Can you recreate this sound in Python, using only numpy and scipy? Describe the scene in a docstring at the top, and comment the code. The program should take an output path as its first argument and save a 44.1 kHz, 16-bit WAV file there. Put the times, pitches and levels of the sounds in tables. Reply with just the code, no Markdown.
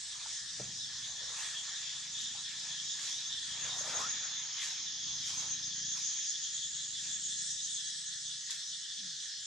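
"""A tropical wood, heard through two close microphone ports. Cicadas click their tymbals, ringing
membranes: far off they blur into bands of noise, closer in they swell, chatter and whine, and the
nearest throbs in phrases. Monkeys scuff soil and bark, stir dry leaves and knock on roots; late on
a twig snaps and there is one low hoot. In the distance an idling engine slowly gathers speed."""
import sys
import numpy as np
from scipy import signal
from scipy.fft import rfft, irfft, next_fast_len
from scipy.io import wavfile
from scipy.ndimage import uniform_filter1d, map_coordinates

SR = 44100
rng = np.random.default_rng(int(sys.argv[2]) if len(sys.argv) > 2 else 0)


def dump_mix(stems):
    """Bounce the given channels to the path in sys.argv[1] as a 16-bit WAV at rate SR."""
    frames = np.atleast_2d(stems).T  # one column per channel
    limited = np.clip(frames, -1, 1)  # hard clip at full scale
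    pcm = np.round(limited * 32767).astype(np.int16)
    wavfile.write(sys.argv[1], SR, pcm)


N = 417172

# colour of dry leaves and twigs cracking: f/Hz, relative level/dB
CRACKLE_COLOUR = [(600, -55), (1500, -40), (4000, 10), (7000, 15), (9500, 0.5), (12000, -11), (14500, -23),
                  (16000, -21)]
# deep cicadas' band an octave above their lowest: t/s, level/dB
OCTAVE_BAND = [(0.0, -54), (0.42, -53.5), (0.76, -54), (0.97, -50), (1.79, -50.5), (2.13, -49.5),
               (2.26, -49), (3.32, -48.5), (3.42, -48.5), (4.87, -49), (6.19, -50.5), (6.46, -48.5),
               (7.03, -51), (7.69, -49), (8.09, -52), (8.4, -51.5), (8.74, -51.5), (9.46, -50.5)]


def amp(db):
    """Decibels to gain."""
    return 10 ** (np.asarray(db) / 20)


def unit(x):
    """Scaled to rms 1."""
    return x / np.sqrt(np.mean(np.abs(x) ** 2) + 1e-20)


def leftward(db):
    """Stereo gains with the left db above the right."""
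    return amp([[db / 2], [-db / 2]])


def along(points, hz):
    """Read (f/Hz, value) points on a log frequency axis."""
    f, value = np.transpose(points)
    return np.interp(np.log(hz + 1), np.log(f + 1), value)


def curves(rows):
    """One value per sample for each column after the time."""
    times, *columns = np.transpose(rows)
    return [np.interp(np.arange(N) / SR, times, column) for column in columns]


def sounding(rows):
    """1 while a table lasts, else 0."""
    return np.interp(np.arange(N) / SR, [rows[0][0], rows[-1][0]], [1, 1], left=0, right=0)


def wobble(rate):
    """A smooth random curve, rate knots a second."""
    return map_coordinates(rng.standard_normal(int(N * rate / SR) + 4), [np.arange(N) * rate / SR])


def filtered(x, response):
    """Filter x by a complex response of frequency."""
    size = next_fast_len(N + 8192)
    return irfft(rfft(x, size) * response(np.fft.rfftfreq(size, 1 / SR)), size)[..., :N]


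def rush(colour, patchy_db, grit_db=0):
    """Stereo noise of rms 1 with a colour, patches of random gain and fast grit."""
    likeness = [(30, .92), (60, .98), (150, .98), (350, .94), (800, .86), (2500, .86), (4500, .68),
                (6500, .55), (9000, .55), (15000, .45)]  # how alike the two sides are: f/Hz, correlation
    noise = rng.standard_normal((2, N)) * (amp(grit_db * wobble(900)) if grit_db else 1)
    spectra = signal.stft(noise, nperseg=512)[2]
    patches = uniform_filter1d(rng.standard_normal(spectra.shape[1:]), size=5, axis=0)
    patches = uniform_filter1d(patches, size=10, axis=1)
    pair = signal.istft(spectra * amp(patchy_db * unit(patches)), nperseg=512)[1][:, :N]
    spread = lambda f: np.arccos(along(likeness, f)) / 2
    mid, side = filtered(pair, lambda f: colour(f) * [np.cos(spread(f)), np.sin(spread(f))])
    return unit(np.array([mid + side, mid - side]))


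def bands(noise, gains, shapes, breathe_db):
    """Bands cut from one noise, each with its own gain and breathing a few times a second."""
    band = lambda hz, width, steep: lambda f: 1 / (1 + np.abs(2 * (f - hz) / width) ** steep)
    return [gain * amp(breathe_db * wobble(11)) * unit(filtered(noise, band(*shape)))
            for gain, shape in zip(gains, shapes)]


def humps(rows, width_s):
    """Bell-shaped gain peaking at each (t/s, level/dB)."""
    peaks = np.zeros(N)
    for s, db, *_ in rows:
        peaks[round(s * SR)] = amp(db)
    t = np.arange(-SR // 8, SR // 8 + 1) / SR
    return signal.fftconvolve(peaks, np.exp(-.5 * (t / width_s) ** 2), "same")


def strokes(rows, rise_share=.32, range_db=13):
    """Gain for each level of (peak t/s, length/s, level/dB, ..) rows: a quick climb, a slower fall."""
    peak_s, length_s, *levels = np.transpose(rows)
    t = np.arange(0, N, 32) / SR
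    since_peak = t - peak_s[:, None]
    away = np.maximum(-since_peak / rise_share, since_peak / (1 - rise_share)) / length_s[:, None]
    shapes = amp(-range_db * away ** 1.08)
    return [np.interp(np.arange(N) / SR, t, amp(db) @ shapes) for db in levels]


def tymbal(hz, clicks_per_s, ring_s, rough, apart, blur):
    """Buckling clicks ring a membrane; rough and apart scatter their phase, blur adds trunk echoes."""
    count = np.cumsum(clicks_per_s * (1 + .03 * wobble(20))) / SR
    clicks = np.flatnonzero(np.diff(np.floor(count)))
    luck = rng.standard_normal((len(clicks), 4))
    phase = rough * luck[:, 1] + apart * luck[:, 2:].T  # shared, plus each side's own
    echoes = rng.standard_normal((2, N)) + 1j * rng.standard_normal((2, N))
    kicks = blur * np.sqrt(clicks_per_s / SR) * echoes
    kicks[:, clicks] += amp(2 * luck[:, 0]) * np.exp(1j * phase)
    pole = np.exp(-1 / (ring_s * SR))
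    swing = signal.lfilter([1], np.poly([pole, pole]), kicks)  # swells and dies: t exp(-t / ring_s)
    return unit((swing * np.exp(2j * np.pi * np.cumsum(hz) / SR)).real)


def glide(start_s, length_s, first_hz, last_hz, db, fade_db_per_s, blur):
    """A click-driven note that glides, wavers and fades at both ends."""
    t = np.arange(N) / SR - start_s
    outside_s = np.maximum(0, np.maximum(-t, t - length_s))
    hz = np.interp(t, [0, length_s], [first_hz, last_hz])
    gain = amp(db - fade_db_per_s * outside_s + 1.5 * wobble(5))
    return gain * tymbal(hz, clicks_per_s=108, ring_s=.0016, rough=.8, apart=.3, blur=blur)


def air():
    """The quiet bed of the wood, all round the microphone."""
    bed_colour = [(15, -51), (25, -11), (168, -3), (271, -54), (318, -60), (681, -29), (1450, -7),
                  (1750, 1), (2560, -10), (3000, 3.5), (3900, -30), (6600, -120)]  # still air and far traffic: f/Hz, relative level/dB
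    hiss_colour = [(2500, -62), (3900, -3), (4250, 1), (4650, -2), (8000, -20), (10000, -26),
                   (12000, -38.5), (15000, -47), (16000, -62)]  # treble hiss: f/Hz, relative level/dB
    bed = rush(lambda f: amp(along(bed_colour, f)), patchy_db=3)
    hiss = rush(lambda f: amp(along(hiss_colour, f)), patchy_db=2)
    return amp(-62) * bed + amp(-50) * hiss


def far_hum(fade_s=1.63):
    """A distant hum of steady pitch that fades early."""
    partials = [(60, -70.5), (119, -71.5), (179, -76), (238, -105)]  # its tones before the fade: f/Hz, level/dB
    t = np.arange(N) / SR
    hum = sum(amp(db + 2.9 * wobble(1.6)) * np.sin(2 * np.pi * hz * t + .44 * wobble(2.9))
              for hz, db in partials)
    return hum / (1 + (t / fade_s) ** 8)


def far_engine():
    """A far engine gathers speed: shaft orders in step throb once a turn, over a low rumble."""
    shaft = [(0, 25.9), (1.25, 26.8), (3.7, 28.9), (5.9, 29.54), (7.5, 30.07), (9.46, 30.71)]  # turning speed: t/s, f/Hz
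    # low hum and rumble, including the thud's boom near 0.6 s: t/s, hum level/dB, rumble level/dB
    low_levels = [(0, -85, -76), (.5, -80, -70.5), (.65, -68, -59), (1.4, -73, -80.5), (2.25, -69.5, -67.5),
                  (2.7, -67, -73), (3.05, -73.5, -72), (3.7, -65.5, -62), (4, -63.5, -62),
                  (4.6, -76.5, -75), (5.1, -65.5, -65), (5.85, -61.5, -65.5), (6.1, -72.5, -77.5),
                  (6.8, -73.5, -69), (7.1, -66.5, -66), (7.7, -69.5, -76), (8.33, -69, -75.5),
                  (8.5, -76.5, -77.5), (9.46, -82, -78)]
    orders = [(1, -38), (2, -8), (3, -13), (4, -5), (5, 0), (6, -3.5), (7, -15.5), (8, -10.5), (9, -8.5),
              (10, -16)]  # shaft harmonics: multiple, relative level/dB
    upper_orders = [(0, 1), (5, 1.5), (7.6, 1.5), (8, -10), (9.46, -6)]  # those above the sixth sink late: t/s, gain/dB
    hum_db, rumble_db = curves(low_levels)
    upper_db, = curves(upper_orders)
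    angle = 2 * np.pi * np.cumsum(curves(shaft)[0]) / SR
    hum = sum(amp(db + 1.8 * wobble(4) + upper_db * (k > 6)) * np.cos(k * angle + .3 * wobble(1.5))
              for k, db in orders)
    rumble = rush(lambda f: f ** 5 / (f ** 5 + 52 ** 5) / (1 + (f / 220) ** 3), patchy_db=1.5)
    return amp(hum_db) * hum + amp(rumble_db) * rumble


def hoot():
    """A faint, low, falling hoot, blurred by a husky puff."""
    call = [(8.96, 258, -77), (9.01, 208, -62), (9.06, 180, -58.5), (9.11, 154, -64), (9.17, 142, -69)]  # its course: t/s, f/Hz, level/dB
    hz, db = curves(call)
    rasp = .7 * wobble(45)
    phase = 2 * np.pi * np.cumsum(hz) / SR + rasp
    puff = rush(lambda f: (f > 90) * (f < 300), patchy_db=3.5)
    return sounding(call) * amp(db) * (np.sin(phase) + amp(-16.5) * np.sin(3 * phase) + amp(-6.5) * puff)


def monkeys_moving():
    """Left of centre, feet and hands rub bark and scuff soil; dry leaves swish and crackle."""
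    steps = [(.26, 0.062, -69, -84), (.61, 0.095, -76, -63), (1.24, 0.2, -66, -68),
             (1.42, 0.55, -61.5, -92), (2.37, 0.066, -67, -77), (2.61, 0.075, -84, -100),
             (3.05, .2, -69, -86), (3.68, 0.39, -62, -63.5), (3.8, 0.24, -60, -66),
             (3.88, 0.15, -52.5, -62), (3.95, 0.17, -55, -60), (4.005, 0.1, -55, -81),
             (4.65, 0.11, -60, -96), (5.3, 0.23, -64.5, -72), (5.41, 0.2, -61.5, -79),
             (5.98, 0.097, -65, -89), (8.51, 0.078, -72, -101), (7.07, 0.24, -78, -78)]  # feet and hands: peak t/s, length/s, soil level/dB, bark level/dB
    leaves = [(.6, 0.19, -69, -69), (1.41, 0.21, -50, -44), (1.84, 0.38, -59, -75), (2.21, 0.069, -65, -50),
              (2.5, 0.43, -68, -63), (3.05, 0.23, -52.5, -43.5), (3.66, 0.22, -60, -50),
              (3.79, 0.098, -78, -46), (3.9, 0.18, -57, -48), (4.0, .12, -54.5, -44),
              (4.635, 0.14, -44.5, -40.5), (5.29, 0.23, -55, -42), (5.4, 0.12, -67, -51),
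              (5.98, 0.14, -61, -47.5), (6.19, .5, -68, -53), (7.06, .3, -62, -68), (8.52, 0.16, -58, -48)]  # stirred leaves: peak t/s, length/s, swish level/dB, crackle level/dB
    stir = [(0, 0.5), (3.3, -0.5), (4.2, 8.5), (5.1, -2), (5.7, -3), (6.3, -5.5), (7.6, -17), (9.46, -24)]  # the troop's fidgeting peaks, then calms: t/s, gain/dB
    fidget = [(-101, 0.079), (-70, 0.93), (-65.5, 1), (-59.5, 0.13)]  # its rub, scuff, swish, crackle: level/dB, share of the stir followed
    friction_bands = [(590, 400, 4), (1150, 850, 4), (2430, 1200, 3)]  # rub, scuff, swish: f/Hz, width/Hz, steepness
    claw = (4, 0.07, 1050, 1400, -46.5)  # a claw drags up bark: t/s, length/s, first f/Hz, last f/Hz, level/dB
    stir_db = curves(stir)[0] + 2 * wobble(6.01)  # in fits and starts
    scuffs, rubs = strokes(steps)
    swishes, crackles = strokes(leaves)
    *gains, crackle_gain = [gain + amp(db + share * stir_db)
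                            for gain, (db, share) in zip([rubs, scuffs, swishes, crackles], fidget)]
    friction = rush(np.ones_like, patchy_db=3, grit_db=1.5)
    rub, scuff, swish = bands(friction, gains, friction_bands, breathe_db=.44)
    crackle = crackle_gain * rush(lambda f: amp(along(CRACKLE_COLOUR, f)), patchy_db=2, grit_db=1)
    scrape = glide(*claw, fade_db_per_s=500, blur=1.5)
    return (rub + scuff + scrape) * leftward(3) + swish * leftward(1) + crackle


def wood_knocks(tap_t60_s=.03, attack_s=.0008):
    """Wood rings and dies away, dead centre: dull thuds on a thick root, and short woody taps."""
    landings = [(0.5989, -32.5), (0.6055, -32.5), (1.219, -50)]  # on the root, the first on two feet: t/s, level/dB
    root_modes = [(130, -16, 0.4), (197, -18, 0.25), (425, -6, 0.022), (540, 0, 0.016)]  # its resonances: f/Hz, relative level/dB, t60/s
    taps = [(0.259, -41, 900), (2.35, -46, 860), (3.81, -39, 585), (8.497, -51, 1092), (8.497, -44, 1920)]  # woody taps, the last two the low body of the twig's snap: t/s, level/dB, f/Hz
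    rings = [(s, db + mode_db, hz, t60) for s, db in landings for hz, mode_db, t60 in root_modes]
    rings += [(*tap, tap_t60_s) for tap in taps]
    out, t = np.zeros((2, N + SR)), np.arange(SR // 2) / SR
    attack = 1 - np.exp(-t / attack_s)
    for s, db, hz, t60 in rings:
        out[:, round(s * SR):][:, :len(t)] += attack * amp(db - 60 * t / t60) * np.sin(2 * np.pi * hz * t)
    return out[:, :N]


def twig_snap(crack_t60_s=.028, echo_t60_s=.3):
    """A twig breaks in a bright burst of noise and echoes briefly."""
    snaps = [(8.507, -28)]  # the break: t/s, level before colouring/dB
    out, t = np.zeros((2, N + SR)), np.arange(SR // 2) / SR
    decay = amp(-60 * t / crack_t60_s) + amp(-3.5 - 60 * t / echo_t60_s)
    for s, db in snaps:
        out[:, round(s * SR):][:, :len(t)] += amp(db) * decay * rng.standard_normal((2, len(t)))
    return filtered(out[:, :N], lambda f: amp(along(CRACKLE_COLOUR, f) - 15.5))


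def far_chorus():
    """Countless cicadas, far back among the trees, merge into six bands of noise."""
    songs = [(1770, 280, 2.45), (3466, 640, 2.35), (5422, 1240, 7.9), (6525, 1090, 4.5), (7190, 410, 2.1),
             (8075, 1130, 2.87)]  # deep, octave, middle, upper, high, shrill: f/Hz, width/Hz, steepness
    deep = [(0, -62), (.26, -64.5), (.37, -57.5), (.66, -61.5), (1.29, -58), (1.45, -52), (1.63, -63),
            (1.74, -53), (2.05, -65), (2.45, -60), (2.62, -60), (2.72, -53), (2.85, -65), (3.0, -60),
            (3.2, -60.5), (3.5, -55), (3.9, -55.5), (4.08, -50.5), (4.3, -57), (4.66, -59), (4.93, -65.5),
            (6.74, -62), (6.9, -68), (7.11, -54.5), (7.2, -64), (7.5, -58.5), (7.63, -68), (7.85, -61),
            (8.09, -58), (8.35, -66), (8.5, -57), (8.62, -64), (9.2, -62), (9.46, -63)]  # 1.8 kHz band of deep cicadas, lifted at moments by rustling: t/s, level/dB
    middle = [(0.0, -51.5, -51.5), (0.53, -48.5, -49.5), (1.74, -49.5, -49), (2.08, -49, -50.5),
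              (3.0, -45, -46), (3.42, -48.5, -52.5), (4.0, -46, -46), (4.79, -47, -48), (6.24, -45.5, -42),
              (6.74, -50.5, -48), (7.59, -47, -47), (7.98, -50, -49.5), (9.14, -48.5, -50),
              (9.46, -47, -51.5)]  # steadier singers: t/s, middle level/dB, upper level/dB
    high = [(0, -56, -50), (1.1, -60, -60.5), (1.45, -53, -52), (1.95, -54, -59), (3.1, -58.5, -55),
            (3.95, -50.5, -60), (4.45, -60, -96), (5.2, -77, -69), (7.1, -50.5, -54.5), (7.75, -56, -48),
            (8.7, -69, -56), (9.46, -55, -55.5)]  # these fall silent for a while: t/s, high level/dB, shrill level/dB
    levels_db = curves(deep) + curves(OCTAVE_BAND) + curves(middle) + curves(high)
    return sum(bands(rush(np.ones_like, patchy_db=1.6), amp(levels_db), songs, breathe_db=1.62))


def deep_cicadas():
    """Closer in, deep singers swell in short pulses and two chatter fitfully under the octave band."""
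    swells = [(0.118, -51, 3520), (0.232, -51, 3780), (0.486, -47, 3560), (0.878, -49, 3450),
              (0.935, -52, 3410), (1.048, -47, 3400), (1.197, -46.5, 3500), (1.475, -50, 3660),
              (1.29, -49, 3410), (1.572, -45, 3406), (1.6, -48, 3400), (1.761, -47, 3770),
              (1.883, -45, 3375), (2.18, -43.5, 3630), (2.252, -42.5, 3550), (2.471, -47, 3570),
              (2.586, -48, 3500), (2.719, -45, 3400), (2.76, -54, 3336), (2.799, -45, 3367),
              (2.87, -51, 3410), (2.92, -43, 3600), (3.135, -47.6, 3455), (3.198, -45, 3870),
              (3.322, -41.5, 3600), (3.369, -44, 3580), (3.425, -46, 3470), (3.721, -42, 3770),
              (3.792, -48, 3480), (3.971, -50, 3490), (4.166, -45.0, 3800), (4.373, -44, 3580),
              (4.607, -45, 3593), (4.703, -46, 3966), (4.887, -44, 3570), (5.106, -49, 3587),
              (5.31, -47, 3270), (5.424, -45, 3375), (5.643, -49, 3620), (5.723, -45, 3433),
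              (5.891, -46.5, 3470), (5.94, -46, 3430), (6.199, -47.5, 3320), (6.354, -43, 3464),
              (6.461, -45, 3300), (6.58, -47, 3480), (6.64, -44.5, 3485), (6.758, -49.5, 3503),
              (6.806, -50, 3970), (6.985, -44, 3420), (7.105, -45, 3504), (7.162, -46, 3430),
              (7.324, -43.5, 3550), (7.595, -43, 3610), (7.702, -49, 3760), (7.798, -43.5, 3450),
              (8.123, -47.6, 3465), (8.264, -48, 3494), (8.314, -45, 3550), (8.51, -46.4, 3524),
              (8.617, -46.5, 3505), (8.739, -43.5, 3520), (8.849, -50, 3424), (8.92, -49.1, 3490),
              (8.992, -46.5, 3420), (9.391, -55, 3380)]  # pulses of song: peak t/s, level/dB, f/Hz
    pitch = curves(swells)[1] + 40.03 * wobble(5)
    song = tymbal(pitch, clicks_per_s=190, ring_s=.0009, rough=1.2, apart=.3, blur=.6)
    out = humps(swells, width_s=.02) * song
    for hz, db in [(3400, -5), (3800, -9)]:
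        fits = amp(curves(OCTAVE_BAND)[0] + db + 3.5 * wobble(20))
        pitch = hz + 130 * wobble(14)
        out += fits * tymbal(pitch, clicks_per_s=170, ring_s=.0013, rough=1, apart=.3, blur=.6)
    return out


def lone_cicadas():
    """Single cicadas stand out of the chorus with thin whines; a deep singer gives one falling chirp."""
    whines = [(0, .6, 7950, 7940, -63), (6.75, .6, 7620, 7500, -51), (7.55, .7, 7905, 7890, -54),
              (8.3, .35, 7890, 7885, -61), (6.6, .6, 6750, 6660, -49), (7.05, .5, 5700, 5715, -54)]  # held notes: t/s, length/s, first f/Hz, last f/Hz, level/dB
    chirps = [(.808, .055, 3890, 3370, -46.5)]  # the chirp: same columns
    whining = sum(glide(*row, fade_db_per_s=57, blur=.7) for row in whines)
    return whining + sum(glide(*row, fade_db_per_s=700, blur=.63) for row in chirps)


def near_cicada():
    """The nearest cicada throbs, a little to the left, as its abdomen pumps; its note holds between."""
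    throbs = [(3.279, -43), (3.442, -45), (3.63, -38.5), (3.803, -37), (3.968, -35.5), (4.113, -37),
              (4.256, -40), (4.406, -48), (5.145, -45), (5.395, -38), (5.526, -35), (5.664, -40),
              (5.794, -42), (5.93, -38.5), (6.063, -36.5), (6.188, -44), (6.302, -36.5), (6.444, -40),
              (6.558, -41), (6.653, -40.5), (7.147, -41.5), (7.261, -39), (7.397, -37.5), (7.517, -39.5),
              (7.644, -40.1), (7.757, -43), (7.873, -41), (8.088, -43), (8.172, -48), (8.274, -53)]  # pumps of the abdomen: peak t/s, level/dB
    pitch = [(3.25, 6370), (4.2, 6580), (5.1, 6410), (5.9, 6400), (6.1, 6640), (6.6, 6736), (7.4, 6657),
             (8.3, 6390)]  # climbs twice, then sinks through the last phrase: t/s, f/Hz
    held = [(3.3, -57), (3.8, -51), (4.4, -47), (5.1, -48), (6.3, -51), (7.6, -58), (8.2, -62)]  # the note between throbs: t/s, level/dB
    hz, = curves(pitch)
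    throb = tymbal(hz, clicks_per_s=245, ring_s=.0008, rough=3, apart=.6, blur=.8)
    note = tymbal(hz, clicks_per_s=245, ring_s=.0011, rough=1.5, apart=.6, blur=.8)
    note_gain = sounding(held) * amp(curves(held)[0])
    return humps(throbs, width_s=.02) * leftward(1.5) * throb + note_gain * note


def scene():
    """The wood as it reaches the microphone ports."""
    cicadas = far_chorus() + near_cicada() + deep_cicadas() + lone_cicadas()
    troop = monkeys_moving() + wood_knocks() + twig_snap()
    return cicadas + troop + hoot() + far_engine() + far_hum() + air()


def record(dry):
    """Close ports shift the treble between sides; a band under 4 kHz passes twice and cuts notches."""
    port_lead = [(6100, 0.06), (7800, 1.46), (10000, 4), (15000, 5.6)]  # from the port spacing: f/Hz, left's phase lead/rad
    notch_hz, late_s, bass_hz, top_hz = 3922, .0101, 45, 15580
    second_pass = lambda f: .8 * np.minimum(f / 3930, 1) ** 9 / (1 + np.clip(f / 4040, 0, 2) ** 150)
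    comb = lambda f: 1 - second_pass(f) * np.exp(-2j * np.pi * (f - notch_hz) * late_s)
    lead = lambda f: np.exp(.5j * np.outer([1, -1], along([(4000, 0), *port_lead], f)))
    passband = lambda f: f ** 2 / (f ** 2 + bass_hz ** 2) * (f < top_hz)
    return filtered(dry, lambda f: comb(f) * lead(f) * passband(f))


dry = scene()
out = record(dry)
dump_mix(out)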